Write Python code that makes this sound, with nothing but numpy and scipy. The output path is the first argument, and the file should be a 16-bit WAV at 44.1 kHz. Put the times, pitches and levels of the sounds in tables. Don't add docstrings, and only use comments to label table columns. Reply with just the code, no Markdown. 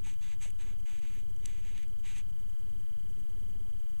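import sys
import numpy as np
from scipy import signal
from scipy.fft import rfft, irfft
from scipy.io import wavfile
from scipy.ndimage import map_coordinates

SR = 44100
rng = np.random.default_rng(int(sys.argv[2]) if len(sys.argv) > 2 else 0)


def generate_wav(sig):
    pcm = np.round(np.clip(np.atleast_2d(sig).T, -1, 1) * 32767).astype(np.int16)
    wavfile.write(sys.argv[1], SR, pcm)


N = 176400
T = np.arange(N) / SR

# frequency in Hz, relative density in dB.
RUMBLE_SPECTRUM = [(8, -23), (17, 15), (26, 1), (42, -3.5), (90, -12), (200, -14.5), (300, -18),
                   (400, -22.5), (470, -27), (540, -43), (700, -65)]
HISS_SPECTRUM = [(400, -23), (560, -8), (620, 0), (750, 4.5), (1300, 2), (2500, -1), (3300, 0), (3800, -4),
                 (4700, -4), (5400, -16), (6300, -4), (9000, -3), (12500, -4), (15000, -24)]
SWELL_SPECTRUM = [(5600, -10), (6100, -3), (7200, 2), (7750, 1), (8000, -17), (8280, 8.5), (8600, -2.5),
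                  (8900, -1.5), (10000, -8.5), (15000, -12)]
# frequency in Hz, rms level in dB.
HUM_TONES = [(75.4, -66), (119.9, -74), (239.8, -77.5), (358, -84), (394, -84.5), (510, -92.5), (732, -92)]
WHINE_TONES = [(3070, -73.5), (8520, -84)]
# start, length, attack and release in seconds, mid-band level in dB,
# change over the stroke in dB, then treble, body and rasp in dB relative to the mid band.
ERASER_STROKES = [(0.023, 0.15, 0.045, 0.085, -58.5, -5.5, 0.5, -9, -16),
                  (0.196, 0.12, 0.047, 0.042, -61, -6.5, 0, -7, -5.5),
                  (0.276, 0.094, 0.051, 0.046, -60.5, -4, -3, -7, -11),
                  (0.396, 0.13, 0.049, 0.095, -50, -14, 2.5, -10, -14),
                  (0.574, 0.063, 0.056, 0.021, -57, -5.5, -1, -4.5, -8.5),
                  (0.617, 0.16, 0.017, 0.067, -66.5, -6, -1.5, -3, -11.5),
                  (0.847, 0.162, 0.023, 0.029, -63.5, -3, -2.5, -8, -16),
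                  (0.993, 0.25, 0.04, 0.051, -66, -4.5, -3.5, -10, -17),
                  (1.395, 0.26, 0.11, 0.087, -59, -12.5, -3.5, -10.5, -18),
                  (1.609, 0.14, 0.061, 0.033, -62, -6.5, -3.5, -9, -17),
                  (1.722, 0.15, 0.042, 0.043, -61, -8.5, -7, -10, -15),
                  (2.028, 0.13, 0.036, 0.031, -58.5, -1.5, -3, -12, -15),
                  (2.129, 0.097, 0.035, 0.036, -58.5, 0.5, -1.5, -11.5, -16)]
# frequency in Hz, relative density in dB.
BODY_SPECTRUM = [(400, -40), (600, -6), (850, 1.5), (1300, 0), (1800, 4), (2600, -23)]
MID_SPECTRUM = [(900, -29), (1550, -15), (1950, 3.5), (2400, 7), (3100, 3), (3400, -2), (3850, -5),
                (4700, -11), (5400, -16), (6500, -61)]
RASP_SPECTRUM = [(2900, -39), (3400, 4), (3900, 0.5), (4700, -8), (5400, -22)]
TREBLE_SPECTRUM = [(4500, -80), (5450, -20), (5950, 2.5), (6350, 8), (6950, 3), (7750, 6.5), (8600, -2),
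                   (9700, -4), (11500, -10.5), (15000, -28)]
SNAG_SPECTRUM = [(1800, 8), (2700, 2), (4200, -8), (5400, -14), (6400, 10), (8000, -7), (11000, 2),
                 (15000, -9)]
# start in seconds, frequency in Hz, ring time in seconds, peak in dB.
SHEET_FLEXES = [(.058, 885, 0.022, -64.5), (0.4569, 620, 0.0024, -54)]
# start in seconds, peak in dB, tilt in dB per octave.
TICK_EVENTS = [(.1395, -49, -8), (0.5046, -41.5, 26), (0.5045, -46.5, -6), (.803, -56, -5),
               (0.9918, -49, -1), (1.1405, -52, 6), (1.197, -57, 1), (1.3638, -50, 2), (1.4548, -41, -7),
               (1.4579, -26.5, 0), (1.4589, -46, -3), (1.7785, -41.5, -10), (1.7802, -48.5, -12),
               (1.832, -48.5, 1), (1.8815, -54, 22), (2.1841, -38.5, 7)]
# frequency in Hz, relative level in dB, T60 in seconds.
CONTACT_MODES = [(2700, -1, 0.0032), (4150, -21, 0.0047), (5000, -32, 0.0029), (6270, 7, 0.0042),
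                 (7470, 10.5, 0.0026), (7900, -8, 0.0019), (8750, 1, 0.0032), (10600, -11, 0.0014)]


def amp(db):
    return 10 ** (np.asarray(db) / 20)


def colour(x, spectrum):
    hz, db = np.array(spectrum, float).T
    bins_hz = np.maximum(np.arange(N // 2 + 1) * SR / N, 1)
    gain = amp(np.interp(np.log(bins_hz), np.log(hz), db))
    skirts = np.maximum(bins_hz / hz[-1], 1) * np.maximum(hz[0] / bins_hz, 1)
    shaped = irfft(rfft(x) * gain / skirts ** 2, N)
    return shaped / np.sqrt(np.mean(shaped ** 2))


def noise(spectrum):
    return colour(rng.standard_normal(N), spectrum)


def stereo_noise(spectrum, side_db):
    mid, side = noise(spectrum), amp(side_db) * noise(spectrum)
    return np.array([mid + side, mid - side])


def wander(rate_hz):
    knots = rng.standard_normal(2048)
    return map_coordinates(knots, [T * rate_hz], order=3, mode="wrap")


def room(rumble_db=-52.5, throb_hz=16, throb_db=-47):
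    rumble = amp(rumble_db + wander(12)) * stereo_noise(RUMBLE_SPECTRUM, side_db=-23)
    throb = amp(throb_db + wander(5.97)) * np.sin(2 * np.pi * throb_hz * T + 0.92 * wander(4.806))
    hum = sum(amp(db + 1.4 * wander(3.9)) * np.sin(2 * np.pi * hz * T + 0.62 * wander(4.15))
              for hz, db in HUM_TONES)
    return rumble + np.sqrt(2) * (throb + hum)


def camera_hiss(steady_db=-73.5, swell_db=-74, swell_hz=10, offbeat_db=-5.5):
    steady = amp(steady_db) * stereo_noise(HISS_SPECTRUM, side_db=-8)
    beat = np.cos(2 * np.pi * swell_hz * T)
    swell = np.maximum(beat, 0) + amp(offbeat_db) * np.maximum(-beat, 0)
    return steady + swell * amp(swell_db + 1.8 * wander(8.3)) * noise(SWELL_SPECTRUM)


def camera_whine(frame_hz=29.97, duty=0.41, delay_s=0.023, click_db=-74):
    age_s = (T - delay_s) % (1 / frame_hz)
    gate = 1.0 * (age_s * frame_hz < duty)
    tones = np.sqrt(2) * sum(amp(db) * np.sin(2 * np.pi * hz * age_s) for hz, db in WHINE_TONES)
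    clicks = amp(click_db) * np.diff(gate, prepend=0)
    return gate * tones + clicks


def slips(rate_hz=11000, spread_db=1.9):
    hits = rng.random(N) < rate_hz / SR
    return hits * rng.standard_normal(N) * amp(spread_db * np.minimum(rng.exponential(size=N), 5))


def snags(rate_hz=130, spread_db=3):
    hits = rng.random(N) < rate_hz / SR
    sizes = amp(spread_db * np.clip(rng.standard_normal(N), -2, 2))
    return colour(hits * sizes, SNAG_SPECTRUM)


def eraser(grip_wobble_db=0.35, pressure_wobble_db=0.6, snag_db=-75.5):
    body, mid, rasp, treble, motion = np.zeros((5, N))
    for start_s, length_s, attack_s, release_s, *levels_db in ERASER_STROKES:
        db, change_db, treble_db, body_db, rasp_db = levels_db
        age_s = T - start_s
        speed = np.clip(age_s / attack_s, 0, 1) * np.clip((length_s - age_s) / release_s, 0, 1)
        progress = np.clip(age_s / length_s, 0, 1)
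        push = np.sin(speed * np.pi / 2) ** 2 * amp(db + change_db * progress)
        body += push * amp(body_db)
        mid += push
        rasp += push * amp(rasp_db)
        treble += push * amp(treble_db)
        motion = np.maximum(motion, speed)
    friction = amp(grip_wobble_db * wander(46) + pressure_wobble_db * wander(35))
    upper_slips = slips()
    rub = body * colour(slips(), BODY_SPECTRUM)
    for envelope, spectrum in (mid, MID_SPECTRUM), (rasp, RASP_SPECTRUM), (treble, TREBLE_SPECTRUM):
        rub += envelope * colour(upper_slips, spectrum)
    return friction * rub + motion ** 2 * amp(snag_db) * snags()


def sheet():
    out = np.zeros(N)
    for start_s, hz, ring_s, peak_db in SHEET_FLEXES:
        age_s = np.maximum(T - start_s, 0)
        envelope = 2 * age_s / ring_s * np.exp(1 - 2 * age_s / ring_s)
        out += amp(peak_db) * envelope * np.sin(2 * np.pi * hz * age_s)
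    return out


def ticks(contact_s=0.00012, notch_hz=5400, low_cut_hz=1300):
    out = np.zeros(N)
    age_s = T[:1024]
    onset = 1 - np.exp(-(age_s / contact_s) ** 2)
    notch = signal.iirnotch(notch_hz, Q=3.5, fs=SR)
    low_cut = signal.butter(2, low_cut_hz, "highpass", fs=SR, output="sos")
    for start_s, peak_db, tilt_db_per_oct in TICK_EVENTS:
        ring = sum(amp(db + tilt_db_per_oct * np.log2(hz) - 60 * age_s / t60_s)
                   * np.sin(2 * np.pi * hz * age_s) for hz, db, t60_s in CONTACT_MODES)
        tick = signal.sosfilt(low_cut, signal.lfilter(*notch, onset * ring))
        at = int(start_s * SR)
        out[at:at + len(tick)] += amp(peak_db) * tick / np.abs(tick).max()
    return out


def scene():
    return eraser() + sheet() + ticks() + room() + camera_hiss() + camera_whine()


def record(dry, dip_at_s=2.3173, dip_half_width_s=0.008, dip_depth=0.85, top_hz=15200):
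    dc = np.array([[0.0358], [-0.0253]])
    dip = dip_depth * np.clip(1 - np.abs(T - dip_at_s) / dip_half_width_s, 0, 1) ** 2
    lowpass = signal.ellip(8, 0.2, 70, top_hz, fs=SR, output="sos")
    return dc + signal.sosfilt(lowpass, dry * (1 - dip) - dc * dip)


dry = scene()
out = record(dry)
generate_wav(out)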